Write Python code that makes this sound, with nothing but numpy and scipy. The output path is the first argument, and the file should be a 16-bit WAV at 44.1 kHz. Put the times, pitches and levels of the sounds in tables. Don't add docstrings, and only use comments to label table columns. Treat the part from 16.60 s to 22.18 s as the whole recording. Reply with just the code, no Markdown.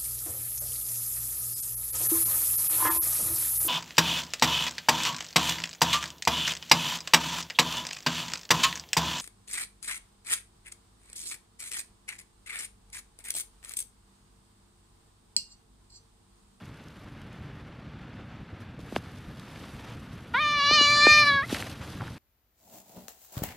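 import sys
import numpy as np
from scipy import signal
from scipy.io import wavfile
from scipy.ndimage import uniform_filter1d

SR = 44100
rng = np.random.default_rng(int(sys.argv[2]) if len(sys.argv) > 2 else 0)


def rack_gain(trim_db):
    fader = np.asarray(trim_db, float)
    return 10 ** (fader / 20)


def store_pcm(level_fs):
    pcm = np.round(np.clip(level_fs, -1, 1) * 32767).astype(np.int16)
    wavfile.write(sys.argv[1], SR, np.atleast_2d(pcm).T)


N = 246122
TIME = np.arange(N) / SR

# (frequency [Hz], density [dB per Hz])
RUMBLE_SPECTRUM = [(12, -59), (20, -26), (54, -6.5), (75, -4), (97, -2.5), (129, -0.5), (157, -5),
                   (259, -7.5), (397, -25), (600, -22), (780, -67), (1320, -120)]
# (frequency [Hz], density [dB per Hz])
AIR_SPECTRUM = [(180, -1), (300, -8), (335, -8.5), (634, -12), (858, -11.5), (991, -13.5), (1410, -10.5),
                (2230, -17.5), (2500, -17.5), (3220, -21), (13500, -63)]
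# (frequency [Hz], likeness [0-1])
LIKENESS = [(4200, 1), (6000, 0.17), (8000, 0.23), (13000, .55)]
# (time [s], level above rest [dB])
MOTION = [(0.0, 0), (.33, -2), (.88, 1.5), (1.27, -0.5), (1.51, 2.5), (1.88, -0.5), (2.27, 1), (2.44, 2.5),
          (2.89, -0.5), (3.56, 2.5), (3.84, 1.5), (4.12, 2), (4.35, 5.5), (4.66, 6), (4.91, 4), (5.46, 5),
          (5.58, -1)]
RUMBLE_DB, AIR_DB, AIR_FOLLOWS = -45, -52, 0.58
STIR_FROM_DB, STIR_SHARE = -16.5, 0.43

# (frequency [Hz], density [dB per Hz])
CLOTH_BODY_SPECTRUM = [(250, -3), (500, 0), (1000, -2), (2000, -5), (4000, -12), (7000, -24)]
# (frequency [Hz], density [dB per Hz])
CLOTH_TOP_SPECTRUM = [(2500, 8.5), (4000, 8.5), (7000, -0.5), (10000, -0.5), (13500, -4)]
# (middle [s], half length [s], level [dB], top re body [dB])
SLIDES = [(0, 1.56, -70.5, 5), (.9, 0.36, -64.5, -15), (2.015, .03, -64, 3), (2.337, 0.073, -52.5, -2),
          (2.588, .06, -69, 7), (3.115, 0.55, -50, -10), (4.128, .09, -65, 14), (4.3, 0.092, -67, 20),
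          (4.574, 0.21, -59.5, 17.5), (4.849, 0.039, -61, 9.5), (4.938, 0.099, -45.5, 3),
          (5.313, 0.19, -52, -2.5)]
# (start [s], length [s], level [dB], top re body [dB])
RUSTLES = [
    (2.192, 3.1, -66.5, 4.5),
    (2.354, 0.022, -42, 1),
    (3.728, 3.4, -61.5, 6),
    (4.892, 0.24, -39.5, -3),
    (5.133, 0.2, -49, -16),
    (5.407, 0.095, -47, -22),
]
BODY_REST_DB, TOP_REST_DB = -63, -75
RUSTLE_ATTACK_S, RUSTLE_RELEASE_S, RUSTLE_SAG_DB = 0.0072, 0.013, 7.5
# (time [s], peak [dB], centre [Hz])
TICKS = [(0.055, -49, 4830), (0.2384, -47, 4250), (0.284, -44, 4670), (0.3164, -57, 4140),
         (0.4449, -53, 4570), (0.6165, -47, 4480), (0.7282, -50, 4470), (2.0108, -64, 4620),
         (2.1914, -48, 4840), (2.2123, -48, 4310), (2.585, -44, 4330), (2.7965, -38.5, 4020),
         (4.8913, -41, 4120)]
# (time [s], peak
# [dB], ring [Hz])
SNAPS = [(2.3624, -17.5, 2550), (2.3641, -25, 1650), (4.4673, -20, 1700), (4.895, -31, 3480),
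         (4.9473, -20.5, 1830), (5.025, -22.5, 1930), (5.406, -34, 1200), (5.4097, -27, 1300),
         (5.419, -30, 880), (5.4285, -35, 680), (5.439, -36.5, 1300), (5.451, -43, 1600), (5.48, -34, 1500)]
# (time [s], peak [dB], sweep above end [Hz], slow end [Hz], t60 [s])
KNOCKS = [
    (2.1918, -36.5, 493, 197, 0.03),
    (2.3242, -29, 710, 200, 0.058),
    (2.3628, -16.5, 1420, 222, 0.026),
    (4.1104, -19, 910, 243, 0.025),
    (4.2107, -20.5, 503, 231, 0.028),
    (4.4689, -3.5, 630, 236.2, 0.013),
    (4.927, -16, 248, 228, 0.025),
]

CALL_START_S, CALL_END_S = 3.737, 4.854
# (time [s], pitch [Hz])
PITCH = [
    (3.807, 593.8),
    (3.94, 590),
    (4.02, 566),
    (4.08, 574.6),
    (4.14, 611.3),
    (4.215, 578.2),
    (4.55, 602.7),
    (4.69, 592),
    (4.82, 573.3),
]
# (time [s], level re full [dB])
EFFORT = [
    (3.746, -15.5),
    (3.94, -13.5),
    (4.05, -8.5),
    (4.14, 1),
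    (4.32, -4),
    (4.4, -1.5),
    (4.54, -1),
    (4.69, -4.5),
    (4.78, -19),
]
# (time [s], mouth resonance [Hz], mouth level [dB])
JAW = [
    (3.746, 1400, -27.5),
    (3.807, 2640, -26),
    (4.02, 2480, -25),
    (4.14, 2680, -17),
    (4.25, 2790, -16),
    (4.37, 1900, -25.5),
    (4.46, 2116, -9),
    (4.58, 2150, -12.5),
    (4.82, 1630, -27),
]
# (time [s], palate resonance [Hz], side-pocket dip [Hz])
TONGUE = [
    (3.748, 6400, 2100),
    (3.79, 6560, 2880),
    (4.06, 5500, 2520),
    (4.33, 7300, 2880),
    (4.39, 7400, 2500),
    (4.46, 7603, 2920),
    (4.55, 5400, 3150),
    (4.665, 5100, 3360),
    (4.71, 4700, 2760),
]
# (time [s], loss [dB], slip [Hz])
CATCHES = [
    (3.96, 2.0, 1),
    (4.651, 7, 18),
    (4.715, 1.8, 6),
    (4.825, 5, 1.5),
]
WIDTHS_HZ = 1026, 508, 1190, 1940
CATCH_S = 0.0167
SCOOP_HZ, SCOOP_S = 470.6, 0.0091
OVERSHOOT_HZ, OVERSHOOT_S = 17, 0.0268
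FLICK_HZ_PER_S, FLICK_LIFT = 5290, 3.2
ATTACK_DB, RELEASE_S, RELEASE_DB = -20, 0.037, -16
UPPER_ENDS = 1.6
BURST_DB, BURST_S = 9.5, 0.021
CHEST_LACK_DB, CHEST_FULL_S, CHEST_GROWS_S = -4.5, 4.25, 0.23
THROAT_HZ, THROAT_DB, THROAT_FOLLOWS = 1220, -23.5, 0.31
FRONT_DB, FRONT_HZ, FRONT_HZ_PER_DB = -22, 4356, 46
PALATE_DB, PALATE_FOLLOWS = -27, 1.19
PALATE_SHUTS_S, PALATE_SHUTS_DB_PER_S = 4.65, 354
EDGE_HZ, EDGE_WIDTH_HZ = 9600, 1900
DIP_WIDTH_HZ, TREMBLE_HZ, TREMBLES_PER_S = 240, 70, 25
FOLD_CUT_HZ, LIP_CUT_HZ = 5000, 8600


def rms_one(x):
    return x / np.sqrt(np.mean(x ** 2) + 1e-20)


def in_time(rows, t):
    s, *columns = np.transpose(rows)
    return [np.interp(t, s, c) for c in columns]


def at_hz(points, hz):
    point_hz, value = np.transpose(points)
    return np.interp(np.log(hz), np.log(point_hz), value)


def bandpass(x, order, low_hz, high_hz):
    return signal.sosfilt(signal.butter(order, [low_hz, high_hz], "band", fs=SR, output="sos"), x)


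def drift(rate_hz):
    pole = np.exp(-40 * np.pi * rate_hz / SR)
    white = rng.standard_normal(N // 20 + 2002)
    slow = rms_one(signal.lfilter([1], [1, -2 * pole, pole * pole], white)[2000:])
    return np.interp(np.arange(N) / 20, np.arange(len(slow)), slow)


def noise(spectrum, patchy_db, grain_db, wide):
    out, together = np.zeros((2, N)), drift(27.0)
    octaves = np.log2(spectrum[-1][0] / spectrum[0][0])
    edges_hz = spectrum[0][0] * 2 ** np.arange(0, octaves + 0.34, 1 / 3)
    white = rng.standard_normal((2, 2, N)) * rack_gain(grain_db * drift(120.0))
    for k, (low, high) in enumerate(zip(edges_hz, edges_hz[1:])):
        hz = np.sqrt(low * high)
        middle, side = white[k % 2]
        flicker = 1.8 * together + 0.45 * drift(13.4)
        gain = rack_gain(at_hz(spectrum, hz) + patchy_db * flicker)
        out += gain * bandpass(middle, 2, low, high)
        if wide and hz > LIKENESS[0][0]:
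            likeness = np.clip(at_hz(LIKENESS, hz), 0, 1)
            apart = np.sqrt(1 - likeness) * (drift(14.0) > 0.4)
            out += gain * apart * bandpass(side, 2, low, high) * [[1], [-1]]
    return rms_one(out)


def room():
    (motion_db,), (effort_db,) = in_time(MOTION, TIME), in_time(EFFORT, TIME)
    stir_db = STIR_SHARE * np.maximum(effort_db - STIR_FROM_DB, 0)
    air_db = AIR_DB + AIR_FOLLOWS * motion_db + stir_db
    rumble = rack_gain(RUMBLE_DB + motion_db) * noise(RUMBLE_SPECTRUM, patchy_db=1.3, grain_db=-0.46, wide=False)
    air = rack_gain(air_db) * noise(AIR_SPECTRUM, patchy_db=0.67, grain_db=0.9, wide=True)
    return rumble + air


def bedding_gains():
    body, top, t = rack_gain(2 * BODY_REST_DB), rack_gain(2 * TOP_REST_DB), TIME[::20]
    for s, half_s, db, top_db in SLIDES:
        power = rack_gain(2 * db) * np.cos(np.pi / 2 * np.clip((t - s) / half_s, -1, 1)) ** 4
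        body, top = body + power, top + power * rack_gain(2 * top_db)
    for s, length_s, db, top_db in RUSTLES:
        edges = np.minimum((t - s) / RUSTLE_ATTACK_S, (s + length_s - t) / RUSTLE_RELEASE_S + 1)
        sag_db = RUSTLE_SAG_DB * np.clip((t - s) / length_s, 0, 1) ** 2
        power = rack_gain(2 * (db - sag_db)) * np.clip(edges, 0, 1) ** 2
        body, top = body + power, top + power * rack_gain(2 * top_db)
    return np.interp(TIME, t, np.sqrt(body)), np.interp(TIME, t, np.sqrt(top))


def bedding():
    body_gain, top_gain = bedding_gains()
    body = body_gain * noise(CLOTH_BODY_SPECTRUM, patchy_db=1.5, grain_db=2.0, wide=False)
    top = top_gain * noise(CLOTH_TOP_SPECTRUM, patchy_db=0.6, grain_db=2.0, wide=True)
    return body + top


def fibre_ticks(decay_s, octaves):
    out, t = np.zeros(N), np.arange(int(0.016 * SR)) / SR
    for s, db, hz in TICKS:
        burst = rng.standard_normal(len(t)) * np.exp(-t / decay_s)
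        burst = bandpass(burst, 1, hz / 2 ** octaves, min(hz * 2 ** octaves, 0.45 * SR))
        i = int(s * SR)
        out[i:i + len(t)] += rack_gain(db) * burst / np.abs(burst).max()
    return out


def short_snaps(cycles):
    out, t = np.zeros(N), np.arange(int(0.02 * SR)) / SR
    for s, db, hz in SNAPS:
        age = t * hz / cycles
        i = int(s * SR)
        out[i:i + len(t)] -= rack_gain(db + 12.5) * age * np.exp(-age) * np.sin(2 * np.pi * hz * t)
    return out


def shell_knocks(fall_s, rise_s):
    out, t = np.zeros(N), np.arange(int(0.05 * SR)) / SR
    for s, db, sweep_hz, end_hz, t60_s in KNOCKS:
        hz = end_hz + sweep_hz * np.exp(-t / fall_s)
        swell = (1 - np.exp(-t / rise_s)) ** 2 * rack_gain(-60 * t / max(t60_s, 0.004))
        i = int(s * SR)
        out[i:i + len(t)] -= rack_gain(db + 4.0) * swell * np.sin(2 * np.pi * np.cumsum(hz) / SR)
    return out


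def walls(x, t60_s, dull_hz):
    t = np.arange(int(0.3 * SR)) / SR
    tail = rng.standard_normal(len(t)) * rack_gain(-60 * t / t60_s) * (t > 0.004)
    tail = signal.sosfilt(signal.butter(1, dull_hz, fs=SR, output="sos"), tail)
    return signal.fftconvolve(x, tail / np.linalg.norm(tail))[:N]


def fold_pitch(t):
    arrive_s = PITCH[0][0]
    flick = FLICK_HZ_PER_S * np.maximum(t - PITCH[-1][0], 0)
    held = in_time(PITCH, t)[0] + OVERSHOOT_HZ * np.exp(-np.maximum(t - arrive_s, 0) / OVERSHOOT_S)
    slide = np.clip((arrive_s - t) / (arrive_s - CALL_START_S - SCOOP_S), 0, 1)
    slips = sum(hz * np.clip(1 + (t - s) / (2 * CATCH_S), 0, 1) for s, _, hz in CATCHES)
    return held + slide * (SCOOP_HZ - held) - slips + flick, flick


def gesture(t):
    pitch, flick = fold_pitch(t)
    (effort,), (mouth_hz, mouth), (palate_hz, dip_hz) = in_time(EFFORT, t), in_time(JAW, t), in_time(TONGUE, t)
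    attack = ATTACK_DB * np.clip(1 - (t - CALL_START_S) / SCOOP_S, 0, 1)
    release = RELEASE_DB * np.clip(1 - (CALL_END_S - t) / RELEASE_S, 0, 1) ** 2
    ends = attack + release
    catch = sum(db * np.exp(-((t - s) / CATCH_S) ** 2) for s, db, _ in CATCHES)
    burst = BURST_DB * np.exp(-(t - CALL_START_S) / BURST_S)
    shut = PALATE_SHUTS_DB_PER_S * np.maximum(t - PALATE_SHUTS_S, 0)
    levels = [THROAT_DB + THROAT_FOLLOWS * effort - catch / 2 + burst + ends,
              mouth - catch + ends,
              FRONT_DB + effort - catch / 2 + UPPER_ENDS * ends,
              PALATE_DB + PALATE_FOLLOWS * effort - catch - shut + UPPER_ENDS * ends]
    centres = [mouth_hz + FLICK_LIFT * flick, FRONT_HZ + FRONT_HZ_PER_DB * effort, palate_hz, dip_hz]
    chest_db = CHEST_LACK_DB * np.clip((CHEST_FULL_S - t) / CHEST_GROWS_S, 0, 1)
    return pitch, chest_db, levels, centres


def resonance(hz, centre_hz, width_hz):
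    detune = (centre_hz ** 2 - hz ** 2) / (hz * width_hz)
    return 1 / (1 + detune ** 2) ** 2, np.arctan2(1, detune)


def meow(jitter, shimmer_db, edge_db, breath_db):
    on = (TIME > CALL_START_S) & (TIME < CALL_END_S)
    t = TIME[on]
    pitch, chest_db, levels, (mouth_hz, front_hz, palate_hz, dip_hz) = gesture(t)
    front_db = levels[2]
    glide = uniform_filter1d(np.abs(np.gradient(pitch)) * SR / pitch, size=600)
    pitch = pitch * (1 + jitter * drift(22.0)[on])
    dip_hz = dip_hz + TREMBLE_HZ * drift(TREMBLES_PER_S)[on]
    turn, voice = 2 * np.pi * np.cumsum(pitch) / SR, 0
    shape = list(zip(levels, [THROAT_HZ, mouth_hz, front_hz, palate_hz], WIDTHS_HZ))
    for k in range(1, 20):
        hz = k * pitch
        passed = [resonance(hz, centre, width) for _, centre, width in shape]
        tract = sum(rack_gain(2 * db) * power for (db, _, _), (power, _) in zip(shape, passed))
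        tract *= 1 - 0.97 / (1 + ((hz - dip_hz) / DIP_WIDTH_HZ) ** 2)
        tract /= 1 + (hz / FOLD_CUT_HZ) ** 8
        tract /= 1 + (hz / LIP_CUT_HZ) ** 16
        tract += rack_gain(2 * (front_db + edge_db)) * resonance(hz, EDGE_HZ, EDGE_WIDTH_HZ)[0]
        tract /= 1 + (glide * (k / 9.0) ** 4) ** 2
        lag = sum(phase for _, phase in passed[:3])
        flutter_db = shimmer_db * max(k - 2, 0.3) ** 0.32 * drift(19.0)[on]
        flutter = rack_gain(flutter_db + chest_db * (k == 1))
        voice = voice + np.sqrt(2 * tract) * flutter * np.cos(k * turn - lag)
    air = bandpass(rng.standard_normal(len(t)), 4, 3000, 6000)
    breath_gain = rack_gain(front_db + breath_db + 3.5 * drift(9.0)[on]) * (1 + 3.0 * glide)
    voice = voice + breath_gain * air * (1 + np.cos(turn))
    out = np.zeros(N)
    out[on] = voice * np.clip(np.minimum(t - t[0], t[-1] - t) / 0.0018, 0, 1)
    return out


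def scene():
    background = room() + bedding()
    handling = fibre_ticks(decay_s=0.0023, octaves=0.55) + short_snaps(cycles=0.44)
    handling = handling + shell_knocks(fall_s=0.0014, rise_s=0.00033)
    cat = meow(jitter=0.0036, shimmer_db=1.1, edge_db=-29.0, breath_db=-36.0)
    tail = rack_gain(-24.0) * walls(cat, t60_s=0.1, dull_hz=3500)
    return background + handling + cat + tail


def top_cut(x):
    return signal.sosfilt(signal.butter(12, 13950, fs=SR, output="sos"), x)


def record(dry):
    rounded = 0.9 * np.tanh(dry / 0.9)
    low_pass = signal.ellip(12, 0.5, 70, 13150, fs=SR, output="sos")
    return top_cut(signal.sosfilt(low_pass, rounded))


dry = scene()
out = record(dry)
store_pcm(out)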